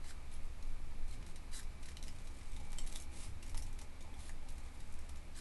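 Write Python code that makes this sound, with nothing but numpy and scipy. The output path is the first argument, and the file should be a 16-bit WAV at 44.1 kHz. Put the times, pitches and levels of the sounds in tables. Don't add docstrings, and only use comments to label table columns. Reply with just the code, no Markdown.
import sys
import numpy as np
from scipy import signal
from scipy.fft import rfft, irfft
from scipy.io import wavfile

SR = 44100
rng = np.random.default_rng(int(sys.argv[2]) if len(sys.argv) > 2 else 0)


def store_pcm(level_fs):
    pcm = np.round(np.clip(level_fs, -1, 1) * 32767).astype(np.int16)
    wavfile.write(sys.argv[1], SR, np.atleast_2d(pcm).T)


N = 238168


def from_db(db):
    return 10 ** (np.asarray(db) / 20)


def rms_one(x):
    return x / np.sqrt(np.mean(x ** 2) + 1e-20)


def gesture(attack_s, release_s, start, length, db, swell_db=0):
    age = np.arange(N) / SR - start
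    rise = np.clip(age / attack_s, 0, 1) ** 2
    hold = from_db(db - swell_db * np.clip(1 - age / length, 0, 1))
    return rise * hold * np.exp(-np.maximum(age - length, 0) / release_s)


def motion(rows, attack_s, release_s):
    return sum(gesture(attack_s, release_s, *row) for row in rows)


def coloured(x, spectrum):
    hz, db = np.transpose(spectrum)
    f = np.maximum(np.fft.rfftfreq(N, 1 / SR), 1)
    ends = np.minimum(f / hz[0], 1) ** 2 * np.minimum(hz[-1] / f, 1) ** 2
    return rms_one(irfft(rfft(x) * ends * from_db(np.interp(np.log(f), np.log(hz), db)), N))


def peak(x, hz, width_hz, db):
    k, g, c = np.tan(np.pi * width_hz / SR), from_db(db / 2), -2 * np.cos(2 * np.pi * hz / SR)
    return signal.lfilter([1 + k * g, c, 1 - k * g], [1 + k / g, c, 1 - k / g], x)


def resonant_noise(resonances):
    f = np.fft.rfftfreq(N, 1 / SR)
    shapes = [from_db(db) * rms_one(1 / (1 + ((f - hz) / width_hz) ** 2))
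              for hz, width_hz, db in resonances]
    return irfft(rfft(rng.standard_normal(N)) * sum(shapes), N)


def fibres(per_s, spread_db, decay_s):
    sizes = from_db(abs(spread_db) * np.minimum(rng.exponential(1, N), np.pi))
    breaks = sizes * (rng.random(N) < per_s / SR)
    power = signal.lfilter([1], [1, -np.exp(-2 / (decay_s * SR))], breaks ** 2 + 1e-18)
    return np.sqrt(power) * rng.standard_normal(N)


def dry_burst(noise, envelope):
    even = irfft(np.exp(1j * np.angle(rfft(noise * envelope))))
    return even * np.minimum(10 * envelope, 1)


def ring(clicks, hz, t60):
    r, w = np.exp(-np.log(1000) / (t60 * SR)), 2 * np.pi * hz / SR
    return signal.lfilter([0, np.sin(w)], [1, -2 * r * np.cos(w), r * r], clicks + 1e-18)


def struck(times, db, hz, t60):
    clicks = np.zeros(N)
    clicks[np.round(times * SR).astype(int)] = from_db(db)
    return ring(clicks, hz, t60)


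def air_hiss():
    # (frequency [Hz], relative density [dB])
    air_spectrum = [(53, -42.5), (90, -2), (120, -5.5), (264, -12), (317, -15), (631, -17), (967, -19),
                    (1230, -19.5), (1420, -22), (2410, -22), (3200, -28), (4000, -27), (6380, -31),
                    (7980, -30.5), (11500, -32.5), (15000, -79), (22000, -120)]
    return from_db(-58.5 - 1.83) * coloured(rng.standard_normal(N), air_spectrum)


def ventilation():
    # (frequency [Hz], width [Hz], relative level [dB])
    ducts = [(66.3, 9.4, -60), (196, 7.8, -75), (258.9, 9.5, -72), (333.2, 9.9, -76), (844.8, 7.4, -79),
             (993, 12, -83.5), (1223, 30, -80.5), (2163, 6, -86.5), (2307, 1.4, -80), (2376, 230, -76.5),
             (3800, 410, -82.5)]
    # (time [s], gain [dB])
    hum_swell = [(0.0, 1), (0.7, -1), (1.3, 0.5), (2.2, -1), (2.8, 2), (3.6, 0.5), (4.2, 0.5), (5.4, -0.5)]
    hum = resonant_noise(ducts)
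    motor_hz, wander_hz = 65.8, 4.9
    phase = np.angle(signal.hilbert(resonant_noise([(motor_hz, wander_hz, 0)])))
    drone = from_db(-57) * rms_one(np.cos(phase))
    return from_db(np.interp(np.arange(N) / SR, *np.transpose(hum_swell))) * (hum + drone)


def deep_rumble():
    # (time [s], relative level [dB])
    rumble_levels = [(0.0, -41), (0.28, -42.5), (0.45, -38), (0.75, -38.5), (0.95, -34), (1.3, -38),
                     (1.95, -38), (2.45, -37), (2.9, -38.5), (3.35, -42), (3.6, -34), (3.95, -43.5),
                     (4.15, -44), (4.4, -40.5), (4.85, -37.5), (5.4, -47.5)]
    # (frequency [Hz], relative density [dB])
    rumble_spectrum = [(6, -4), (12, 5), (20, 1.5), (30, -13.5), (45, -21), (80, -31), (130, -36),
                       (250, -59.5)]
    swell = from_db(np.interp(np.arange(N) / SR, *np.transpose(rumble_levels)) - 1)
    return swell * coloured(rng.standard_normal(N), rumble_spectrum)


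def cuts():
    # (time [s], duration [s], relative final level [dB], swell [dB])
    strokes = [(0.021, 0.088, -59.5, 7), (1.511, 0.087, -56, -0.5), (4.154, 0.125, -75, 4),
               (5.33, 0.06, -57, 8.5)]
    # (frequency [Hz], relative density [dB])
    cut_spectrum = [(500, -16), (1100, -2), (1800, -1), (2600, -2.5), (4000, 2.5), (5300, 3), (6500, 2),
                    (8000, 6.5), (10000, 6.5), (11700, 1.5)]
    # (frequency [Hz], width [Hz], gain open [dB], half closed [dB], closed [dB])
    scrap_resonances = [(1590, 530, 8, 1, 5.5), (1930, 330, 10, 8, 7), (2630, 260, -20, -21, -6),
                        (2920, 300, 16.5, 4, 1.5), (3270, 200, 0, 7, 2), (3620, 310, -3, 1, 1),
                        (3990, 380, 13, 13, 4.5), (4430, 220, -7, -9, 1), (4700, 260, 10.5, 7, -2),
                        (5130, 420, 1, 4, 5), (6300, 400, 4, 8, -2), (6800, 340, 1, 7, 3),
                        (7680, 300, 8, 9, 5.5), (8700, 350, -1, 8, 5), (9300, 230, 7, 6, -4),
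                        (11300, 400, 1, 2, 2)]
    stages = [0.18, 0.38, 0.58]
    grain = fibres(per_s=7000, spread_db=1.7, decay_s=0.0004)
    travel = [point for start, length, *_ in strokes
              for point in ((start, 0), (start + length, 1), (start + 2 * length, 1))]
    bite = np.interp(np.arange(N) / SR, *np.transpose(travel)) ** 2
    crunch = 0
    for stage in range(3):
        shaken = grain
        for hz, width_hz, *stage_db in scrap_resonances:
            shaken = peak(shaken, hz, width_hz, stage_db[stage])
        crossfade = np.interp(bite, stages, np.arange(3) == stage)
        crunch = crunch + crossfade * coloured(shaken, cut_spectrum)
    body = signal.sosfiltfilt(signal.butter(2, 7000, fs=SR, output="sos"), crunch)
    force = motion(strokes, attack_s=0.025, release_s=0.0087)
    treble = force / force.max() * (crunch - body)
    return from_db(4.5) * force * (body + treble)


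def tilted(x, db_per_octave):
    edges_hz = [1400, 2800, 6500, 12000]
    out = 0
    for low, high in zip(edges_hz, edges_hz[1:]):
        sos = signal.butter(3, [low, high], "band", fs=SR, output="sos")
        octaves = np.log2(np.sqrt(low * high) / edges_hz[0])
        out = out + from_db(db_per_octave * octaves) * signal.sosfilt(sos, x)
    return out


def snaps():
    # (time [s], relative level [dB], tilt [dB/octave], rise [s], decay [s],
    # main ring [Hz], second ring [Hz], rings relative to crack [dB])
    buckles = [ (0.0415, -64, 3, 0.0023, 0.002, 4250, 2130, -0.5),
               (0.107, -65, -3, 0.002, 0.002, 1400, 3900, 1),
               (0.3377, -63, 9, 0.002, 0.003, 10250, 5200, -2),
               (0.6245, -62, -1, 0.0022, 0.0033, 4120, 6640, -1.5),
               (1.077, -67, 3, 0.0033, 0.004, 4220, 8550, -7), (1.089, -69, 0, 0.004, 0.005, 4150, 8550, 0),
               (1.107, -61.5, 6, 0.0053, 0.0039, 4070, 4340, -1),
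               (1.139, -69, -1, 0.0022, 0.002, 8610, 3920, -7),
               (1.2259, -63, -2.5, 0.0015, 0.003, 2380, 2900, -1),
               (1.2632, -59.5, 1, 0.0018, 0.005, 4050, 8700, -5),
               (1.278, -68, 5, 0.0015, 0.0015, 8720, 4100, -12),
               (1.358, -57.5, -2, 0.002, 0.0042, 8580, 3900, -0.5),
               (1.513, -62, 1, 0.0052, 0.0063, 3950, 9300, -8),
               (1.595, -63, -4, 0.003, 0.0037, 1610, 1860, 3),
               (1.626, -60.5, -1, 0.0055, 0.006, 4940, 3850, -4),
               (1.8274, -58.5, -2, 0.004, 0.004, 8550, 4940, -12),
               (1.854, -57.5, -2, 0.0044, 0.0034, 10240, 3980, -4),
               (1.882, -54, -1, 0.0061, 0.004, 1880, 4960, -9),
               (1.915, -63, -5, 0.0013, 0.003, 2340, 2900, -12),
               (1.9688, -54.5, -1.5, 0.0014, 0.0011, 4050, 3040, 0.5),
               (2.026, -55, 1.5, 0.0018, 0.0008, 4000, 5800, 0),
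               (2.0364, -56.5, -2, 0.0015, 0.0018, 5600, 9900, -5),
               (2.071, -66, 3, 0.0015, 0.002, 5200, 2950, -15),
               (2.0797, -54.5, -1, 0.0019, 0.0014, 5130, 2870, -5),
               (2.088, -62, 1, 0.00072, 0.0014, 2870, 2310, -2),
               (2.27, -61, -0.5, 0.0037, 0.0038, 3950, 2410, -3),
               (2.41, -60.5, -5, 0.0017, 0.0042, 1980, 8350, -7),
               (2.562, -58.5, 1, 0.0034, 0.0033, 3710, 2170, 0.5),
               (2.703, -65, 0, 0.0022, 0.0015, 3900, 8400, -14),
               (2.718, -60, 5, 0.0011, 0.0018, 3900, 8830, -14),
               (2.729, -55, 0.5, 0.0014, 0.0016, 3020, 8370, -6),
               (2.775, -63, 8, 0.002, 0.0039, 3030, 8400, -2),
               (2.7849, -50, 1.5, 0.0011, 0.004, 7700, 3120, 0),
               (2.864, -59, 5, 0.0013, 0.0013, 10750, 4000, -15),
               (2.8695, -59.5, 3, 0.0016, 0.0012, 10750, 3930, -15),
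               (2.8738, -54, 0, 0.0013, 0.0021, 10800, 3870, -1),
               (2.913, -68, -3, 0.0019, 0.002, 3930, 11300, -12),
               (2.924, -52.5, 2, 0.0019, 0.002, 4900, 10800, -13),
               (2.947, -64, -4, 0.0016, 0.003, 3430, 9600, 2),
               (2.953, -54, 6, 0.0027, 0.0024, 3700, 9400, -13),
               (2.958, -48, 0.5, 0.0012, 0.0011, 3610, 3960, -3.5),
               (2.968, -55, 6, 0.0037, 0.003, 10800, 3970, -6),
               (2.985, -62, -3, 0.0018, 0.002, 3790, 6160, -13),
               (3, -57.5, 7, 0.00084, 0.0015, 6500, 10800, 0),
               (3.009, -59.5, 12, 0.0014, 0.003, 10700, 6000, -13),
               (3.0204, -56.5, 9, 0.0028, 0.0012, 10300, 5400, -3),
               (3.035, -65, 1, 0.0015, 0.0015, 10500, 3320, -9),
               (3.424, -55, 0, 0.0052, 0.0068, 2740, 7980, -8),
               (3.463, -62, 2, 0.0017, 0.0018, 6640, 1910, -3),
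               (3.494, -57.5, 4, 0.0026, 0.004, 5630, 2300, -4),
               (3.5451, -57, -2, 0.00051, 0.0013, 3920, 8400, -3),
               (3.55, -58, 2, 0.0017, 0.002, 8450, 3740, -15),
               (3.5712, -54, 2, 0.0012, 0.008, 10160, 4900, -3),
               (3.5763, -52.5, -1, 0.00079, 0.0017, 10300, 5300, 1),
               (3.593, -64, 7, 0.0015, 0.0015, 5000, 10200, -10),
               (3.6215, -54.5, 4, 0.0025, 0.0081, 6000, 5500, -2.5),
               (3.727, -63, 4, 0.0018, 0.004, 5990, 9800, -10),
               (3.786, -55, -0.5, 0.0057, 0.0026, 10140, 2110, -6),
               (3.8128, -56, 0, 0.0031, 0.0031, 5900, 3880, -9),
               (4.006, -61, -1, 0.003, 0.005, 6750, 3670, -3),
               (4.024, -64.5, 6, 0.0016, 0.0022, 6700, 3880, -1),
               (4.1402, -66, 5, 0.001, 0.0062, 3450, 2110, 2.5),
               (4.293, -61, -9, 0.0015, 0.0024, 1830, 2130, 1.5),
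               (4.292, -59, 12, 0.002, 0.0023, 6670, 8700, -2),
               (4.484, -57, 1, 0.004, 0.005, 5480, 4020, -13),
               (4.502, -63, 6, 0.0017, 0.002, 5530, 9800, -14),
               (4.521, -65, 7, 0.002, 0.003, 5500, 9800, -14),
               (4.5796, -61.5, 2, 0.002, 0.0033, 2060, 9790, -14),
               (4.801, -60.5, 4, 0.0045, 0.003, 3790, 1910, -3),
               (4.922, -63.5, 10, 0.0025, 0.004, 8700, 10200, -14),
               (4.9385, -62, 4, 0.0018, 0.0031, 2400, 9700, -4),
               (4.989, -61.5, 8, 0.0014, 0.0025, 5500, 1970, -5),
               (5.088, -57, 0.5, 0.0065, 0.0039, 8530, 5640, -11),
               (5.157, -62.5, 0, 0.0011, 0.003, 2130, 3800, -8),
               (5.171, -66, 0, 0.00091, 0.003, 7200, 2400, -1), ]
    # (frequency [Hz], width [Hz], gain [dB])
    blades = [(1970, 310, 9.5), (2910, 200, 2.5), (3870, 160, 3), (4050, 1500, 2.5), (5600, 1100, 5.5),
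              (8470, 1200, 4.5), (9800, 160, 3)]
    size, ring_decay_s, second_ring_db = 2048, 0.0012, -3.5
    out, age = np.zeros(N + size), np.arange(size) / SR
    energy_scale = np.sqrt(0.01 * SR / size)
    for time, db, tilt, rise_s, decay_s, hz, second_hz, ring_db in buckles:
        rise, after = np.minimum(age / rise_s, 1), np.maximum(age - rise_s, 0)
        crack = dry_burst(rng.standard_normal(size), rise * np.exp(-after / decay_s))
        for blade in blades:
            crack = peak(crack, *blade)
        low_cut_hz = min(0.56 * min(hz, second_hz), 1950)
        crack = signal.sosfilt(signal.butter(4, low_cut_hz, "high", fs=SR, output="sos"), crack)
        rings = np.sin(2 * np.pi * hz * age)
        rings += from_db(second_ring_db) * np.sin(2 * np.pi * second_hz * age)
        rings *= rise * np.exp(-after / ring_decay_s)
        burst = rms_one(tilted(crack, tilt)) + from_db(ring_db) * rms_one(rings)
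        start = round(time * SR)
        out[start:start + size] += from_db(db - 1.4) * energy_scale * burst
    return out[:N]


def handle_knocks():
    # (time [s], relative level [dB], favoured frequency [Hz])
    contacts = [(0.043, -52.5, 700), (0.92, -54, 1050), (1.227, -52.5, 900), (2.731, -51, 900),
                (2.785, -48.5, 550), (2.957, -49.5, 900), (3.545, -45, 900), (3.578, -52, 480),
                (3.817, -58, 900), (4.294, -52, 634), (4.486, -59, 700), (5.094, -53.5, 600)]
    # (frequency [Hz], gain [dB], 60 dB decay time [s])
    handle_modes = [(453, -18, 0.027), (634, -6.5, 0.035), (910, -1.5, 0.026), (1060, -13.5, 0.039),
                    (1226, -4.5, 0.024), (1940, -7, 0.036)]
    times, db, favoured_hz = np.transpose(contacts)
    out = 0
    for k, (hz, mode_db, t60) in enumerate(handle_modes):
        loss_db = 3.5 * abs(np.log2(hz / favoured_hz))
        out = out + (-1) ** k * struck(times, db + mode_db - loss_db, hz, t60)
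    return out


def paper_rustle():
    # (time [s], duration [s], level [dB])
    turns = [(0.298, 0.069, -69), (0.415, 0.073, -72), (0.64, 0.05, -70), (1.065, 0.087, -65.5),
             (1.255, 0.057, -69), (1.805, 0.12, -68), (2.03, 0.1, -70), (2.13, 0.54, -68),
             (2.74, 0.28, -64.5), (3.44, 0.24, -66.5), (3.77, 0.084, -67), (4.48, 0.58, -72.5)]
    # (frequency [Hz], relative density [dB])
    rustle_spectrum = [(700, 6), (1400, -4.5), (2100, 4), (2800, 0.5), (4000, 2), (5500, -1), (7000, 2.5),
                       (9000, 4), (10500, -2.5), (12000, -6)]
    crackle = coloured(fibres(per_s=260, spread_db=4.5, decay_s=0.004), rustle_spectrum)
    return motion(turns, attack_s=0.019, release_s=0.012) * crackle


def blade_openings():
    # (time [s], duration [s], relative level [dB])
    strokes = [(0.305, 0.066, -74.5), (4.18, 0.11, -74.5)]
    # (frequency [Hz], width [Hz], relative level [dB])
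    steel_resonances = [(3430, 410, -2.5), (4070, 170, -4), (5070, 150, -22), (10250, 310, 3.5)]
    return motion(strokes, attack_s=0.018, release_s=0.0073) * resonant_noise(steel_resonances)


def forearms():
    # (time [s], duration [s], level [dB])
    brushes = [(1.16, 0.13, -62), (1.85, 0.29, -63.5), (2.68, 0.21, -66)]
    # (frequency [Hz], relative density [dB])
    cloth_spectrum = [(130, 1), (185, -1.5), (270, -9), (500, -20.5), (900, -18)]
    # (time [s], duration [s], relative level [dB])
    shifts = [(2.14, 0.19, -62), (2.52, 0.16, -64.5), (3.26, 0.11, -53.5), (3.47, 0.33, -58.5),
              (4.06, 0.18, -59.5), (4.43, 0.61, -66)]
    # (frequency [Hz], relative density [dB])
    table_spectrum = [(45, -5), (78, 5), (115, -4.5), (160, -20.5), (300, -25.5)]
    attack_s, release_s = 0.0186, 0.033
    murmur = from_db(3) * coloured(rng.standard_normal(N), table_spectrum)
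    cloth = coloured(rng.standard_normal(N), cloth_spectrum)
    return motion(brushes, attack_s, release_s) * cloth + motion(shifts, attack_s, release_s) * murmur


def finger_rubs():
    # (time [s], duration [s], relative level [dB])
    rubs = [(2.54, 0.14, -65), (2.89, 0.17, -68), (3.17, 0.11, -82), (3.51, 0.16, -68.5),
            (3.77, 0.084, -72), (4.04, 0.13, -63.5), (4.41, 0.11, -65.5)]
    # (frequency [Hz], relative density [dB])
    rub_spectrum = [(250, -9), (520, -2), (720, -2), (880, 7.5), (1150, -32), (1600, -35), (3000, -20)]
    skin = coloured(fibres(per_s=400, spread_db=5.5, decay_s=0.0013), rub_spectrum)
    return from_db(-2.5) * motion(rubs, attack_s=0.0073, release_s=0.068) * skin


def blade_clinks():
    # (time [s], relative level [dB])
    closings = [(2.784, -52), (2.959, -75)]
    # (frequency [Hz], gain [dB], 60 dB decay time [s])
    steel_modes = [(3126, -4, 0.07), (4410, 0.5, 0.061), (5480, -2, 0.05), (7670, -1, 0.07),
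                   (8350, 4, 0.04)]
    times, db = np.transpose(closings)
    return sum(struck(times, db + mode_db, hz, t60) for hz, mode_db, t60 in steel_modes)


def paper_slides():
    # (time [s], duration [s], relative final level [dB], swell [dB])
    strokes = [(3.085, 0.16, -56, 8.5), (4.145, 0.14, -64, -0.5)]
    # (frequency [Hz], relative density [dB])
    slide_spectrum = [(600, 5.5), (1500, -4), (2200, 3.5), (2800, 2), (3600, 0), (4500, 1), (6500, 1),
                      (8900, 4.5), (10700, 3), (11800, -9)]
    grain = coloured(fibres(per_s=4000, spread_db=2.4, decay_s=0.0005), slide_spectrum)
    return from_db(1) * motion(strokes, attack_s=0.047, release_s=0.032) * grain


def room(x, t60, wet_db, delay_s):
    echo_s, echo_db = 0.0064, -13
    echo = from_db(echo_db) * np.pad(x, (round(echo_s * SR), 0))[:N]
    age = np.arange(SR // 2) / SR
    onset = np.clip(age / delay_s - 1, 0, 1)
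    tail = dry_burst(rng.standard_normal(len(age)), onset * np.exp(-np.log(1000) * age / t60))
    return x + echo + from_db(wet_db) * signal.fftconvolve(x, tail / np.sqrt(np.sum(tail ** 2)))[:N]


def scene():
    work = snaps() + cuts() + paper_slides() + blade_openings()
    work += paper_rustle() + finger_rubs() + handle_knocks() + blade_clinks()
    in_room = room(work, t60=0.12, wet_db=-4, delay_s=0.0014)
    return (in_room + forearms() + air_hiss() + ventilation() + deep_rumble())[None]


def record(dry):
    return signal.sosfilt(signal.ellip(12, 0.1, 70, 11700, fs=SR, output="sos"), dry)


dry = scene()
out = record(dry)
store_pcm(out)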